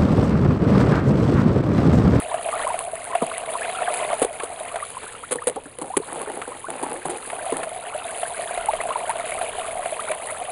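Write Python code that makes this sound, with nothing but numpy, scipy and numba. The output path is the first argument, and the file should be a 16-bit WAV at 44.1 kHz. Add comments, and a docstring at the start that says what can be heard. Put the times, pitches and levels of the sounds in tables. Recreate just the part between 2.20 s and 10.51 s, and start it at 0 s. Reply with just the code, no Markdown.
"""Hose jet in a sluice box

A hose jet runs down a sluice box on a lawn. Where it plunges it traps gulping pockets of air, sheds
rising bubbles and throws up a fine crackling spray. Clods of wet gravel drop off a scoop, choke the jet
for a while and are washed down the trough. A pump hums faintly and a breeze touches the microphone."""
import sys
import numpy as np
from scipy import signal
from scipy.fft import rfft, irfft
from scipy.io import wavfile
from scipy.ndimage import uniform_filter1d
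from numba import njit

SR = 44100
rng = np.random.default_rng(int(sys.argv[2]) if len(sys.argv) > 2 else 0)


def master(y):
    """Save y as 16-bit WAV."""
    cut = np.clip(np.atleast_2d(y).T, -1, 1)
    pcm = np.round(cut * 32767)  # scale
    wavfile.write(sys.argv[1], SR, pcm.astype(np.int16))


N = 366471
TIME = np.arange(N) / SR

# large air pockets trapped by the jet: (time [s], level [dB], pitch [Hz])
AIR_POCKETS = [(.141, -2, 673), (.287, -5.5, 645), (.445, -6.5, 610), (.541, -6, 682), (.951, 1.5, 697),
               (1.62, -8, 638), (1.9, -7.5, 680), (1.929, -1.5, 653), (2.541, -9.5, 635),
               (5.129, -10.5, 687), (5.262, -9, 700), (5.295, -13.5, 680), (6.03, -6.5, 692),
               (6.375, -5, 686), (6.534, -4.5, 638), (6.689, -8.5, 660), (7.212, -4.5, 714),
               (7.656, -5, 640), (7.913, -11, 647)]
# bright tone of droplets and fine grit: (frequency [Hz], level [dB])
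SPRAY_EQ = [(300, -33), (900, -6.5), (2200, -4.5), (4000, -11), (5800, -14), (7000, -9.5), (8500, -3),
            (10300, 7), (11000, 2.5), (13000, -12)]


def undb(db):
    """Decibels to gain."""
    return 10 ** (np.asarray(db) / 20)


def unit(x):
    """Scale to rms 1."""
    return x / np.sqrt(np.mean(x ** 2))


def wander(rate):
    """Smooth random drift, a new value every 1 / rate s; spread near 1."""
    hold = int(SR / rate)
    steps = np.repeat(rng.standard_normal(N // hold + 1), hold)
    return 1.39 * uniform_filter1d(uniform_filter1d(steps, hold), hold)[:N]


def colour(x, points, size=4096):
    """Minimum-phase EQ of unit power gain through (frequency [Hz], level [dB]) points."""
    hz, db = np.transpose(points)
    bins = np.maximum(np.arange(size // 2 + 1) * SR / size, 1)
    cepstrum = irfft(np.log(undb(np.interp(np.log(bins), np.log(hz), db))))
    cepstrum[1:size // 2] *= 2
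    cepstrum[size // 2 + 1:] = 0
    response = irfft(np.exp(rfft(cepstrum)))
    return signal.fftconvolve(x, response / np.linalg.norm(response))[:N]


def patter(rate, spread_db):
    """Tiny impacts of random size, about `rate` a second; rms 1."""
    hits = rng.random(N) < rate / SR
    sizes = undb(spread_db * np.minimum(rng.exponential(size=N), 4))
    return unit(hits * sizes * rng.choice([-1, 1], N))


def bursts(rows, tail):
    """Envelope of splashes (time [s], level [dB], length [s]), each with a softer tail."""
    out = np.zeros(N + SR // 4)
    for start, db, length in rows:
        age = TIME[:SR // 4] / length
        first = int(start * SR)
        out[first:first + len(age)] += undb(db) * (np.exp(-age ** 4) + tail * np.exp(-age / 2))
    return out[:N]


def swells(rows, attack_s, release_s):
    """Envelope of events (time [s], length [s], level [dB]) that rise, hold and die away."""
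    out = np.zeros(N)
    for start, length, db in rows:
        onset = np.clip((TIME - start) / attack_s, 0, 1)
        out += undb(db) * onset * np.exp(-np.maximum(TIME - start - length, 0) / release_s)
    return out


@njit
def bubbles(start, size, hz, life, rise, damping, swell):
    """Each bubble grows for `swell` cycles, rings down and climbs in pitch until it surfaces."""
    out = np.zeros(N)
    for k in range(len(start)):
        first, length, phase = int(start[k] * SR), int(life[k] * SR), 0.
        for i in range(min(length, N - first)):
            age = i / length
            phase += hz[k] * (1 + rise * (.3 * age + .7 * age ** 3)) / SR
            envelope = (1 - np.exp(-(phase / swell) ** 2)) * np.exp(-damping * age) * (1 - age ** 6)
            out[first + i] += size[k] * envelope * np.sin(2 * np.pi * phase)
    return out


def swarm(rate, centre_hz, octaves, cycles, rise, spread_db):
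    """Random bubbles, `rate` a second, scattered round one pitch; rms 1."""
    when, pitch, span, heft = rng.random((int(rate * N / SR), 4)).T
    hz = centre_hz * 2 ** (octaves * np.arcsin(2 * pitch - 1) / (np.pi / 2))
    size = undb(-spread_db * np.log(np.maximum(heft, .02))) * np.sqrt(centre_hz / hz)
    life = cycles * (.5 + span) / hz
    return unit(bubbles(when * N / SR, size, hz, life, rise, damping=2.95, swell=0.72))


def flow(layer):
    """Fader for "froth" or "spray": the water drops at the first big clod and slowly recovers."""
    # strength of the running water: (time [s], froth level [dB], spray level [dB])
    water_levels = [(0, -40.5, -42), (.48, -37, -38), (.72, -44.5, -42), (1.0, -40.5, -41.5),
                    (1.35, -38, -39.5), (1.85, -35, -35), (2.02, -36.5, -40), (2.08, -45.5, -44),
                    (2.7, -42, -42), (3.2, -46, -45.5), (3.4, -47.5, -52.5), (3.62, -55, -48),
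                    (3.95, -43, -43), (4.35, -45, -46.5), (5.3, -42, -40.5), (5.55, -44, -44),
                    (6.0, -40, -37.5), (6.8, -39, -40), (8.31, -40, -40)]
    times, froth_db, spray_db = np.transpose(water_levels)
    return undb(np.interp(TIME, times, {"froth": froth_db, "spray": spray_db}[layer]))


def jet_open():
    """1 while the jet plunges freely, 0 while wet gravel chokes it."""
    choked_s, cleared_s, fade_s = 2.603, 5.15, 0.085
    return np.clip(np.maximum(choked_s - TIME, TIME - cleared_s) / fade_s + 1, 0, 1)


def jet():
    """The plunging jet traps air pockets of nearly one size that gurgle and gulp, until choked."""
    gurgle = swarm(rate=190, centre_hz=677, octaves=0.21, cycles=17.7, rise=0.05, spread_db=4)
    start, db, hz = np.array(AIR_POCKETS).T.copy()
    life_s = np.full(len(start), 0.027)
    gulps = bubbles(start, undb(db), hz, life_s, rise=0.055, damping=5.8, swell=2.1)
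    return gurgle * undb(8) * flow("froth") * jet_open() + gulps


def froth():
    """Bubbles chirp and ping in the churned water, over its dull slosh and a wash of tiny splashes."""
    # tones of the body of water and of the tiny splashes: (frequency [Hz], level [dB])
    slosh_eq = [(60, -31), (170, -12.5), (255, -7.5), (320, -15), (450, 6), (560, -0.5), (800, -1),
                (1200, -10.5), (1700, -51), (4000, -16)]
    wash_eq = [(500, -27), (1400, -5), (2500, 1), (4000, -4.5), (7000, -30)]
    large = swarm(rate=230, centre_hz=1089, octaves=0.52, cycles=13.9, rise=0.32, spread_db=3.5)
    small = swarm(rate=520, centre_hz=2218, octaves=0.828, cycles=16.1, rise=0.49, spread_db=5)
    pings = swarm(rate=70, centre_hz=2686, octaves=0.703, cycles=25.5, rise=0.545, spread_db=0.5)
    slosh = colour(patter(rate=970, spread_db=3.5), slosh_eq)
    wash = colour(patter(rate=3000, spread_db=3.5), wash_eq)
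    churn = undb(1.36 * wander(45) + 0.44 * wander(12))  # the surface heaves, so bubbles bunch
    duck = undb(-6 + 4 * jet_open())  # a blocked jet churns in less air
    chirps = (undb(-1) * large + undb(-4) * small + undb(-4) * pings) * duck
    return undb(2) * flow("froth") * churn * (chirps + undb(-2.5) * slosh + undb(-8.5) * wash)


def spray():
    """Droplets crackle in quick flurries and the tiniest bubbles fizz; a few drops hit the box hard."""
    # sharp drops and grit striking the box: (time [s], level [dB])
    strikes = [(0.591, 3), (1.181, 1.5), (1.74, 1.5), (4.017, -2), (4.504, -0.5), (5.369, 2),
               (6.4593, -0.5), (6.8953, 0.5), (7.9158, -1)]
    crackle = patter(rate=2000, spread_db=5) + undb(-8) * rng.standard_normal(N)
    fizz = swarm(rate=1200, centre_hz=6404, octaves=0.94, cycles=23, rise=0.56, spread_db=4)
    heavy_drops = patter(rate=60, spread_db=2.5)
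    flurries = undb(1.42 * wander(110) + 1.24 * wander(30))
    mist = unit(colour((crackle + undb(2) * fizz + undb(0.5) * heavy_drops) * flurries, SPRAY_EQ))
    ticks = np.zeros(N)
    for start, db in strikes:
        ticks[int(start * SR)] += undb(db)
    return undb(5) * flow("spray") * mist + colour(ticks, SPRAY_EQ)


def pump():
    """A faint pump hum, each harmonic wavering in level and pitch."""
    # partials of the hum: (frequency [Hz], relative level [dB])
    harmonics = [(86, -63), (172, -67), (258, -62)]
    hum = np.zeros(N)
    for hz, db in harmonics:
        rms = undb(db - 3 + 0.45 * wander(7.8))
        phase = np.cumsum(hz * (1 + 0.0052 * wander(6.1))) / SR
        hum += rms * np.sqrt(2) * np.sin(2 * np.pi * phase)
    return hum


def breeze():
    """A bed of still air, and a light breeze that flutters and gusts on the microphone."""
    # tones of the open air and of the wind rumble: (frequency [Hz], level [dB])
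    air_eq = [(20, -14.5), (85, -2.5), (130, -0.5), (200, -10.5), (500, -1), (1500, -20.5), (10000, -42)]
    rumble_eq = [(15, -14), (50, -12.5), (90, -17.5), (200, -29), (1000, -83)]
    # gusts on the microphone: (time [s], length [s], level [dB])
    gusts = [(.3, .4, -58), (1.96, .08, -48), (6.3, 0.33, -51), (6.98, 0.62, -57.5), (8.14, 0.078, -51)]
    air = undb(-51.5) * colour(rng.standard_normal(N), air_eq)
    wind = undb(-65) + swells(gusts, attack_s=0.099, release_s=0.027)
    flutter = undb(1.8 * wander(14))
    return air + wind * flutter * colour(rng.standard_normal(N), rumble_eq)


def bloops():
    """Large single bubbles sing upward, jostled by the current; fainter strays come at random."""
    # large rising bubbles: (time [s], level [dB], starting pitch [Hz])
    big_bubbles = [(0.114, -15.5, 920), (0.467, -11, 970), (0.502, -13.5, 888), (.931, -16.5, 987),
                   (1.352, -16.5, 940), (1.418, -15, 1610), (2.624, -16, 1103), (2.768, -21, 974),
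                   (2.835, -41, 1980), (3.036, -21, 1260), (3.185, -24, 1720), (3.219, -19.5, 1120),
                   (3.364, -18.5, 728), (3.701, -20.5, 720), (3.737, -20.5, 940), (4.218, -20, 1180),
                   (4.442, -22, 1015), (4.632, -17.5, 878), (6.485, -7, 813), (6.604, -16, 1920),
                   (6.704, -9, 998), (6.756, -12, 916), (6.893, -9.5, 848), (7.12, -17.5, 2080),
                   (7.793, -16.5, 1154)]
    start, db, hz = np.array(big_bubbles).T.copy()
    loud = bubbles(start, undb(db), hz, 29 / hz, rise=.8, damping=3.6, swell=1.7)
    strays = swarm(rate=11, centre_hz=1359, octaves=0.716, cycles=24.4, rise=.6, spread_db=2.7)
    jostle = undb(1.5 * wander(300))
    return (loud + undb(-4) * flow("froth") * strays) * jostle


def slaps():
    """Water folds onto itself in a short burst of droplets, alone or as it closes over a gulp."""
    # water folding over: (time [s], level [dB])
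    folds = [(0.502, -31), (2.199, -25.5), (2.558, -24.5), (2.83, -32.5), (4.217, -26.5), (5.1, -27),
             (5.432, -24), (6.611, -25.5), (6.901, -25.5), (7.119, -28), (7.916, -27)]
    # tone of a wet slap: (frequency [Hz], level [dB])
    slap_eq = [(250, -16), (700, 2.5), (1300, -1), (2400, -3.5), (4000, -14), (7000, -17), (11000, -6)]
    closings = [(start, db - 24) for start, db, _ in AIR_POCKETS]
    envelope = bursts([(start, db, 0.0067) for start, db in folds + closings], tail=0.73)
    return envelope * colour(patter(rate=9200, spread_db=1), slap_eq)


def clods():
    """Each clod scatters grit, opens a cavity that plops, thuds on the trough and trails bubbles."""
    # clods hitting the water: (time [s], plop level [dB], cavity pitch [Hz], plop length [s],
    # spatter level [dB], spatter length [s], thud level [dB])
    landings = [(1.02, -1.5, 208, 0.015, -36, 0.014, -21.5), (2.017, 1, 480, 0.015, -19.5, 0.028, -23),
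                (2.047, -4, 480, .016, -17.5, 0.0027, -44), (2.233, -5.5, 433, 0.015, -24.5, 0.012, -34),
                (3.109, -33, 507, .025, -24.5, 0.014, -35), (3.119, -11, 501, 0.038, -18.5, 0.019, -42),
                (3.156, -26, 483, 0.11, -24.5, .0035, -34), (3.27, -7.5, 489, 0.041, -17.5, 0.019, -33.5),
                (3.297, -17, 498, 0.04, -20, .0027, -44), (3.359, -23, 440, 0.029, -27.5, 0.005, -32),
                (3.457, -28.5, 287, 0.043, -43, 0.0099, -43), (3.586, -23.5, 485, 0.036, -27, 0.0028, -42),
                (3.615, -24, 313, 0.058, -28.5, 0.015, -31.5), (3.768, -7, 363, 0.024, -14, 0.0098, -26),
                (4.276, -24, 487, .039, -28, 0.004, -40), (4.628, -14, 387, 0.02, -25.5, .017, -33.5),
                (4.854, -16.5, 369, .036, -28, 0.015, -24.5), (4.895, -18, 365, 0.047, -24.5, 0.021, -38),
                (5.322, -8, 440, 0.023, -24, 0.0059, -26)]
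    # tones of the spatter and of the thud on the trough floor: (frequency [Hz], level [dB])
    spatter_eq = [(120, -11), (300, 4.5), (900, 3), (1600, -2.5), (3200, -4.5), (5500, -6.5), (7500, -2),
                  (9600, 7.5), (11000, 6), (13000, -2)]
    thud_eq = [(50, -21), (110, -16), (160, 4.5), (200, -8), (265, 6), (400, 4), (600, -1.5), (1100, 0.5),
               (2000, -30.5), (5000, -24)]
    start, plop_db, hz, plop_s, spatter_db, spatter_s, thud_db = np.array(landings).T.copy()
    plops = bubbles(start, undb(plop_db), hz, plop_s, rise=0.053, damping=4.06, swell=1.45)
    grit = bursts(zip(start, spatter_db, spatter_s), tail=0.071) * patter(rate=9000, spread_db=6.5)
    blows = bursts([(at, db, .011) for at, db in zip(start, thud_db)], tail=0.52)
    thuds = blows * patter(rate=6000, spread_db=-2)
    trails = [(at, 0, db - 15) for at, db in zip(start, spatter_db)]
    wake = swarm(rate=260, centre_hz=626, octaves=0.82, cycles=11, rise=0.26, spread_db=6)
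    wake *= swells(trails, attack_s=0.0078, release_s=0.039)
    return plops + colour(grit, spatter_eq) + colour(thuds, thud_eq) + wake


def gravel():
    """Stones tumble down the trough in surges, rattle its floor and churn up bubbles; grit clicks."""
    # resonances of the water-laden trough: (frequency [Hz], width [Hz], level [dB])
    trough_modes = [(163, 15, -5.5), (253, 75, 0), (328, 166, -2), (505, 45, 3), (732, 230, 1),
                    (854, 117, 6), (1320, 590, -10)]
    # heaps of gravel slumping into the stream: (time [s], length [s], level [dB])
    slumps = [(3.59, 0.066, -37), (3.86, .16, -35), (4.07, 0.092, -31.5), (4.27, .06, -42),
              (4.48, 0.096, -32.5), (4.61, 0.14, -31.5), (4.85, .13, -33), (5.06, 0.13, -38.5),
              (5.335, 0.06, -32.5)]
    surges = undb(2 * wander(60))
    knocks = patter(rate=400, spread_db=4.5) * surges
    stones = unit(sum((-1) ** k * undb(db) * signal.lfilter(*signal.iirpeak(hz, hz / width, SR), knocks)
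                      for k, (hz, width, db) in enumerate(trough_modes)))
    glugs = swarm(rate=120, centre_hz=612, octaves=1.027, cycles=21.4, rise=0.11, spread_db=3)
    clicks = swarm(rate=90, centre_hz=7170, octaves=0.7, cycles=7, rise=0, spread_db=3.5)
    grit = unit(colour(clicks * surges, SPRAY_EQ))
    tumble = undb(-2) * stones + undb(-3.5) * glugs + undb(-10.5) * grit
    return swells(slumps, attack_s=0.0061, release_s=0.047) * tumble


def scene():
    """A mono mix, close and in the open air, so nothing echoes."""
    water = jet() + froth() + bloops() + slaps() + spray()
    return (water + clods() + gravel() + pump() + breeze())[None]


def record(dry):
    """The microphone has a broad hollow in the treble and a steep roll-off on top."""
    hollow_hz, top_hz = 5512, 10600
    scooped = signal.lfilter(*signal.iirnotch(hollow_hz, 1.3, SR), dry)
    return signal.sosfilt(signal.ellip(9, .3, 65, top_hz, fs=SR, output="sos"), scooped)


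dry = scene()
out = record(dry)
master(out)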